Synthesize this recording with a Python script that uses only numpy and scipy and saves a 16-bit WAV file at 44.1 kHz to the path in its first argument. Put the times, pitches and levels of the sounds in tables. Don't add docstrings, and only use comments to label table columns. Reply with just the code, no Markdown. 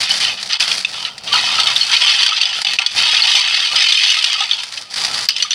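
import sys
import numpy as np
from scipy import signal
from scipy.fft import rfft, irfft
from scipy.io import wavfile
from scipy.ndimage import uniform_filter1d, minimum_filter1d

SR = 44100
rng = np.random.default_rng(int(sys.argv[2]) if len(sys.argv) > 2 else 0)


def int16_out(signal):
    q = np.round(np.clip(np.atleast_2d(signal).T, -1, 1) * 32767)
    wavfile.write(sys.argv[1], SR, q.astype(np.int16))


N = 244310
TIME = np.arange(N) / SR
RING = TIME[:int(.12 * SR)]

# [start t/s, length/s, relative wall level/dB, hollows against walls/dB]
SHIFTS = [(0.0, 0.15, -20, -14), (0.198, 0.099, -15, -15), (0.366, 0.021, -23, -13),
          (0.491, 0.061, -17, -12), (0.596, 0.12, -20.5, -9.5), (0.923, 0.16, -24.5, -7),
          (1.261, 0.028, -18.5, -12), (1.31, 0.048, -19.5, 5), (1.355, 0.037, -13.5, -13),
          (1.418, 0.3, -15.5, -8), (1.743, 0.18, -22.5, -12), (1.884, .025, -17, -7),
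          (1.911, 0.041, -9, -13), (2.002, .11, -9, -15.5), (2.13, .02, -11, -19),
          (2.167, 0.067, -11.5, -16), (2.266, .11, -15, -12), (2.396, 0.17, -18, -14.5),
          (2.568, 0.025, -22.5, -3.5), (2.647, 0.089, -17.5, -14.5), (2.779, 0.042, -20.5, -4),
          (2.84, .1, -26, -26), (2.96, 0.24, -12, -13), (3.227, 0.18, -11, -14), (3.428, 0.25, -14, -15.5),
          (3.703, .07, -16.5, -8), (3.752, 0.15, -11, -19.5), (3.928, 0.2, -11, -24.5),
          (4.129, 0.22, -15, -18.5), (4.375, 0.057, -15, -11), (4.48, 0.068, -20, -14),
          (4.576, 0.018, -18.5, -13), (4.64, 0.096, -42, -9), (4.975, 0.25, -27, -3),
          (5.306, 0.16, -26.5, -37), (5.502, 0.03, -21, -32)]
# [f/Hz, level/dB, t60/s]
WALL_MODES = [(1854, 2, 0.018), (2135, -4, 0.072), (2521, -2, 0.063), (2754, -6.5, 0.046),
              (3032, -4.5, 0.07), (3417, -4.5, 0.051), (3768, -4.5, 0.045), (4285, -8, 0.034),
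              (4477, -5, 0.063), (5010, -5.5, 0.06), (6100, -8, 0.014), (6030, -8, 0.026),
              (7030, -4.5, 0.024), (8230, -8.5, 0.052), (9100, -24, 0.012)]
# [f/Hz, level/dB, t60/s]
HOLLOW_MODES = [(798, -7, 0.031), (959, -7, 0.05), (1258.4, -4.5, 0.11), (1366, 0, 0.033)]
# [f/Hz, level/dB]
HEAP_COLOUR = [(200, -43), (500, -63), (780, -28), (1100, -17.5), (1500, -10), (2200, -8.5), (3030, 2),
               (4000, -1), (4500, 0.5), (5500, -4.5), (6150, -3.5), (6700, -19), (8500, -15.5),
               (14000, -43.5)]
# [f/Hz, level/dB]
HOLLOW_COLOUR = [(150, -15), (450, -13), (750, -5), (1500, -9), (4000, 6)]
# [start t/s, length/s, relative crinkle level/dB, relative drag level/dB]
PULLS = [(0.0, 0.039, -28, -38), (0.088, .16, -29, -38), (0.26, 0.088, -40, -40), (0.394, 0.1, -38, -43),
         (0.595, .04, -27.5, -40), (0.671, .13, -30, -39.5), (0.865, .2, -40, -44),
         (1.09, 0.13, -59, -46.5), (1.233, 0.15, -42, -39.5), (1.319, 0.45, -34.5, -39.5),
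         (1.75, .21, -33, -47), (1.982, 0.26, -34.5, -66), (2.542, 0.083, -38, -47),
         (2.666, 0.094, -40.5, -44), (2.908, 0.055, -40, -45), (2.946, 0.078, -29.5, -37.5),
         (3.036, 0.27, -35.5, -48.5), (3.3, .1, -34, -61), (3.445, 0.29, -40, -51.5),
         (3.71, 0.051, -34.5, -42), (3.819, 0.46, -35.5, -79), (4.36, 0.35, -43.5, -54),
         (4.73, .09, -39.5, -49), (4.899, .05, -39.5, -50), (4.955, 0.11, -30.5, -40),
         (5.076, 0.077, -35, -38.5), (5.128, 0.12, -31, -41), (5.388, 0.052, -39, -54),
         (5.493, 0.044, -45, -52)]
# [f/Hz, level/dB]
FILM_COLOUR = [(200, -32), (500, -15), (900, -5.5), (1400, -6), (1900, 3.5), (3000, -0.5), (4800, 9.5),
               (5600, 3), (6600, -4.5), (9000, -7.5), (11000, -15.5), (13000, -36), (15500, -36)]
# [f/Hz, level/dB]
DRAG_COLOUR = [(20, -56), (42, -7), (65, -8.5), (115, 4.5), (165, -2), (200, 6), (290, -6), (450, -2.5),
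               (800, 4.5), (2000, -33)]
# [t/s, relative level/dB]
BACKGROUND_NOISE = [(1.3, -51), (2.0, -49), (4.1, -66.5), (4.9, -51)]
# [t/s, relative level/dB, main ring f/Hz, second ring f/Hz, share of the other modes/dB, t60 of both rings/s]
CLACKS = [(0.108, 3.5, 3020, 4500, -21, 0.027), (0.25, -4.5, 3030, 3970, -14, .023),
          (0.531, -2.5, 4860, 4430, -2, 0.035), (0.604, 3, 4960, 2510, 7, .026),
          (0.626, -1, 3420, 2620, -8, .029), (0.715, 0.5, 2460, 3270, -5, 0.016),
          (0.848, 4, 2600, 3540, -9.5, 0.02), (1.05, -5.5, 3010, 4000, -11, .028),
          (1.328, 4, 3120, 4560, -4, .03), (1.34, 2.5, 2860, 4340, 3, 0.055),
          (1.358, 2.5, 3120, 4220, -2, 0.034), (1.599, 1.5, 3220, 3600, 2, 0.03),
          (1.67, 4.5, 3690, 3070, 4, .028), (1.762, 7, 3510, 3720, -9.5, 0.02),
          (1.811, 0, 4346, 3130, -8, 0.048), (1.831, -4, 4330, 2960, -21, 0.021),
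          (1.965, 0, 3080, 4480, -6, 0.041), (2.071, 3, 3070, 3570, -4, 0.025),
          (2.23, -1, 4440, 3300, -3, 0.042), (2.263, 2, 3100, 4570, 5, .026),
          (2.379, -10.5, 3320, 3680, -5, .023), (2.413, 4, 4530, 2720, -4, 0.022),
          (2.433, -3, 3340, 3640, -8, 0.015), (2.455, -2.5, 3440, 4960, -6, 0.036),
          (2.647, -2, 3700, 4840, 3, .026), (2.668, -4, 3410, 2620, -4, 0.036),
          (2.7868, 4.5, 2585, 2840, -5, .022), (2.818, -7, 2600, 3010, -1, 0.034),
          (2.862, 1, 4600, 3374, -0.5, 0.035), (3.146, 1, 3530, 4580, 1, 0.029),
          (3.167, 2.5, 3270, 4540, -13, 0.023), (3.221, 3, 4320, 4480, -28, 0.028),
          (3.352, 5.5, 3540, 3070, -1, 0.019), (3.546, -2, 3850, 5200, 10, .026),
          (3.76, 1, 5020, 4040, 13, 0.02), (3.922, 3.5, 3610, 3350, -2, .023),
          (4.036, -1.5, 4570, 3620, 7, 0.062), (4.101, 2.5, 2980, 4420, 6, 0.029),
          (4.242, 1.5, 3310, 4670, 11, 0.025), (4.405, -4.5, 3346, 3630, -1, 0.057),
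          (4.512, 5, 3340, 3600, -12.5, .02), (4.532, -4.5, 4430, 3460, -21, 0.031),
          (4.774, -11.5, 2620, 4250, 6, 0.022), (5.2876, 10.5, 4860, 4410, -13.5, 0.0096),
          (5.305, -6, 3020, 4730, 0, .034), (5.3638, -4, 2960, 5230, 7, 0.023),
          (5.402, -9, 2890, 3360, -8, 0.058), (5.424, -0.5, 4390, 5980, 4, 0.055),
          (5.507, -4.5, 5960, 4350, -1, .018), (5.516, -4.5, 3460, 5930, -2, 0.048),
          (5.531, -3.5, 3720, 4370, -3, 0.025)]
# [t/s, relative level/dB]
SNAPS = [(0.1401, -13), (0.2296, -5), (0.4286, -7.5), (1.1798, -15), (1.244, -19), (2.6169, -2.5),
         (2.7345, -4.5), (3.27, -5), (4.12, -9), (4.33, -4), (4.634, -7.5), (4.724, -12.5), (4.7392, -16),
         (4.9406, -8), (5.0481, -1.5), (5.382, -9.5)]
LANDINGS = [0.592, 2.647, 2.786, 5.288]
# [t/s, peak level before the room/dB, main ring f/Hz]
KNOCKS = [(1.346, -15, 1304), (1.585, -11, 1290), (1.67, -20, 1264), (2.321, -13.5, 1284),
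          (2.648, -26, 800), (4.17, -20.5, 1280), (4.353, -20.5, 1280), (4.406, -18, 812),
          (4.418, -19, 1266), (5.448, -22.5, 1230)]
# [f/Hz, level/dB]
TOP_LIFT = [(12500, 0), (13500, -6), (14600, 7.5), (15800, 4)]

SHIFT_RISE_S, SETTLE_DB_PER_S = .015, 273
CREEP_WALLS_DB, CREEP_HOLLOWS_DB = -41, -43
PULL_RISE_S, RELAX_DB_PER_S = 0.0055, 349
RESTING_FILM_DB = -55
SECOND_RING_DB = -2.5
AIRBORNE_S, LIFT_OFF_S, AIRBORNE_DB = .014, 0.0063, -11.5
ROOM_T60_S, ROOM_DB = 0.2, -17
LIMIT_DB, LIMIT_RANGE_DB, LIMIT_HOLD_S = -0.57, 6, 0.0016
TOP_HZ = 15900


def undb(db):
    return 10 ** (np.asarray(db) / 20)


def add(track, s, sound):
    i = int(np.clip(s * SR, 0, N - 1))
    track[i:i + len(sound)] += sound[:N - i]


def colour(x, points):
    size = 2048
    hz, db = np.transpose(points)
    grid_hz = np.arange(size // 2 + 1) * SR / size + 1
    log_gain = np.log(undb(np.interp(np.log(grid_hz), np.log(hz), db)))
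    cepstrum = irfft(log_gain)[:size // 2]
    folded = np.r_[cepstrum[0], 2 * cepstrum[1:]]
    response = irfft(np.exp(rfft(folded, size)))
    return signal.oaconvolve(x, response)[:len(x)]


def even(x, band, span_s):
    inside = signal.sosfilt(signal.butter(3, band, "band", fs=SR, output="sos"), x)
    size = int(span_s * SR) + 1
    power = np.abs(uniform_filter1d(uniform_filter1d(inside ** 2, size), size))
    floor = np.var(inside) / 10 ** 2
    return x / np.sqrt(power + floor)


def swell(start, length, rise_s, fall_db_per_s):
    age = TIME - start
    fall = undb(-fall_db_per_s * np.maximum(age - length, 0))
    return np.clip(age / rise_s, 0, 1) * fall


def together(levels_db, shapes, rest_db):
    return np.sqrt(undb(levels_db) ** 2 @ np.square(shapes) + undb(rest_db) ** 2)


def burst(t60, length):
    return rng.standard_normal(length) * np.exp(-np.log(1000) * TIME[:length] / t60)


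def ring(hz, t60):
    return np.sin(2 * np.pi * hz * RING) * np.exp(-np.log(1000) * RING / t60)


def brick(modes, spread):
    detune = np.exp(spread * rng.standard_normal(len(modes)))
    return np.array([undb(db) * ring(hz * d, t60) for (hz, db, t60), d in zip(modes, detune)])


def collisions(modes, spread, scatter_db, crack, count, size, rebound=0.71):
    out = np.zeros(N)
    for _ in range(count):
        shapes = np.vstack([brick(modes, spread), crack * burst(0.036, len(RING))])
        mix = rng.standard_normal((size, len(shapes)))
        blows = mix / np.linalg.norm(mix, axis=1, keepdims=True) @ shapes
        force = undb(scatter_db * np.minimum(rng.standard_normal(size), 1.6))
        starts = rng.random(size) * N / SR
        hops = rng.uniform(.004, .025, size)
        for s, hop, f, blow in zip(starts, hops, force, blows):
            add(out, s, f * blow)
            add(out, s + hop, rebound * f * blow)
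    return out


def tumbling():
    starts, lengths, wall_db, share_db = np.transpose(SHIFTS)
    shapes = [swell(s, length, SHIFT_RISE_S, SETTLE_DB_PER_S) for s, length in zip(starts, lengths)]
    wall_gain = together(wall_db, shapes, CREEP_WALLS_DB)
    hollow_gain = together(wall_db + share_db, shapes, CREEP_HOLLOWS_DB)
    walls = collisions(WALL_MODES, spread=0.0365, scatter_db=3, crack=1.17, count=70, size=17)
    walls = even(colour(walls, HEAP_COLOUR), band=(2400, 3800), span_s=.024)
    hollows = collisions(HOLLOW_MODES, spread=0.045, scatter_db=5.0, crack=0, count=30, size=16)
    hollows = even(colour(hollows, HOLLOW_COLOUR), band=(700, 1400), span_s=0.011)
    return undb(-3.5) * wall_gain * walls + undb(-5.5) * hollow_gain * hollows


def crinkling(scatter_db=4, pop_t60=0.016, count=16, size=900):
    out = np.zeros(N)
    for _ in range(count):
        force = undb(scatter_db * np.minimum(rng.exponential(size=size), 5))
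        force = force * rng.choice([-1, 1], size)
        pops = np.bincount(rng.integers(0, N, size), force, N)
        out += signal.oaconvolve(pops, burst(pop_t60, len(RING) // 10))[:N]
    return colour(out, FILM_COLOUR)


def bag_and_background():
    starts, lengths, crinkle_db, drag_db = np.transpose(PULLS)
    shapes = [swell(s, length, PULL_RISE_S, RELAX_DB_PER_S) for s, length in zip(starts, lengths)]
    crinkle_gain = together(crinkle_db, shapes, RESTING_FILM_DB)
    background_db = np.interp(TIME, *np.transpose(BACKGROUND_NOISE))
    low_gain = together(drag_db, shapes, background_db)
    film = even(crinkling(), band=(8000, 12000), span_s=0.034)
    low_noise = colour(rng.standard_normal(N), DRAG_COLOUR)
    low_noise = even(low_noise, band=(100, 450), span_s=0.018)
    return undb(-5.0) * crinkle_gain * film + undb(-6.0) * low_gain * low_noise


def clacks(crack_db=-10, crack_t60=0.033, body_db=-13, hollow_db=-31, contact_s=0.00052, bounce=0.19, lift_db=1):
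    out = np.zeros(N)
    push = 1 - np.exp(-RING / contact_s)
    for s, db, main_hz, second_hz, others_db, t60 in CLACKS:
        walls = ring(main_hz, t60) + undb(SECOND_RING_DB) * ring(second_hz, t60)
        body = rng.choice([-1, 1], len(WALL_MODES)) @ brick(WALL_MODES, 0.0408)
        body = colour(body, HEAP_COLOUR)
        crack = colour(burst(crack_t60, len(RING)), HEAP_COLOUR)
        crack = crack / np.std(crack[:SR // 200])
        rest = undb(body_db) * body + undb(crack_db) * crack
        rest = rest + bounce * np.roll(rest, int(rng.uniform(0.0043, 0.011) * SR))
        hollow = colour(brick(HOLLOW_MODES, 0.033).sum(axis=0), HOLLOW_COLOUR)
        shell = push * (walls + undb(others_db) * rest)
        blow = shell / np.abs(shell).max() + undb(hollow_db) * push * hollow
        add(out, s, undb(db + lift_db) * blow)
    return out


def snaps(t60=0.034, lift_db=-1):
    out = np.zeros(N)
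    for s, db in SNAPS:
        snap = colour(burst(t60, len(RING)), FILM_COLOUR)
        add(out, s, undb(db + lift_db) * snap / np.abs(snap).max())
    return out


def contact():
    airborne = np.zeros(N)
    for s in LANDINGS:
        fade = np.clip((TIME - s + AIRBORNE_S) / LIFT_OFF_S + 1, 0, 1)
        airborne += fade * (TIME < s)
    return uniform_filter1d(undb(AIRBORNE_DB * airborne), size=44)


def knocks(contact_s=0.0018, t60=0.077, others_db=-9):
    out = np.zeros(N)
    for s, db, hz in KNOCKS:
        air = ring(hz, t60) + undb(others_db) * brick(HOLLOW_MODES, 0.01).sum(axis=0)
        hollow = (1 - np.exp(-RING / contact_s)) * air
        add(out, s, undb(db) * hollow / np.abs(hollow).max())
    return out


def room(x):
    tail = burst(ROOM_T60_S, SR // 2) * (TIME[:SR // 2] > .005)
    tail = tail / np.linalg.norm(tail)
    return x + undb(ROOM_DB) * signal.oaconvolve(x, tail)[:N]


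def scene():
    moving = contact() * (tumbling() + bag_and_background())
    return room(moving + clacks() + knocks() + snaps())[None]


def record(dry):
    size = int(LIMIT_HOLD_S * SR) + 1
    wanted = np.clip(undb(LIMIT_DB) / (np.abs(dry) + 1e-9), undb(-abs(LIMIT_RANGE_DB)), 1)
    gain = uniform_filter1d(minimum_filter1d(wanted, size), size)
    clipped = np.clip(dry * gain, -1, 1)
    bright = colour(clipped[0], TOP_LIFT)[None]
    return signal.sosfilt(signal.ellip(10, .2, 80, TOP_HZ, fs=SR, output="sos"), bright)


dry = scene()
out = record(dry)
int16_out(out)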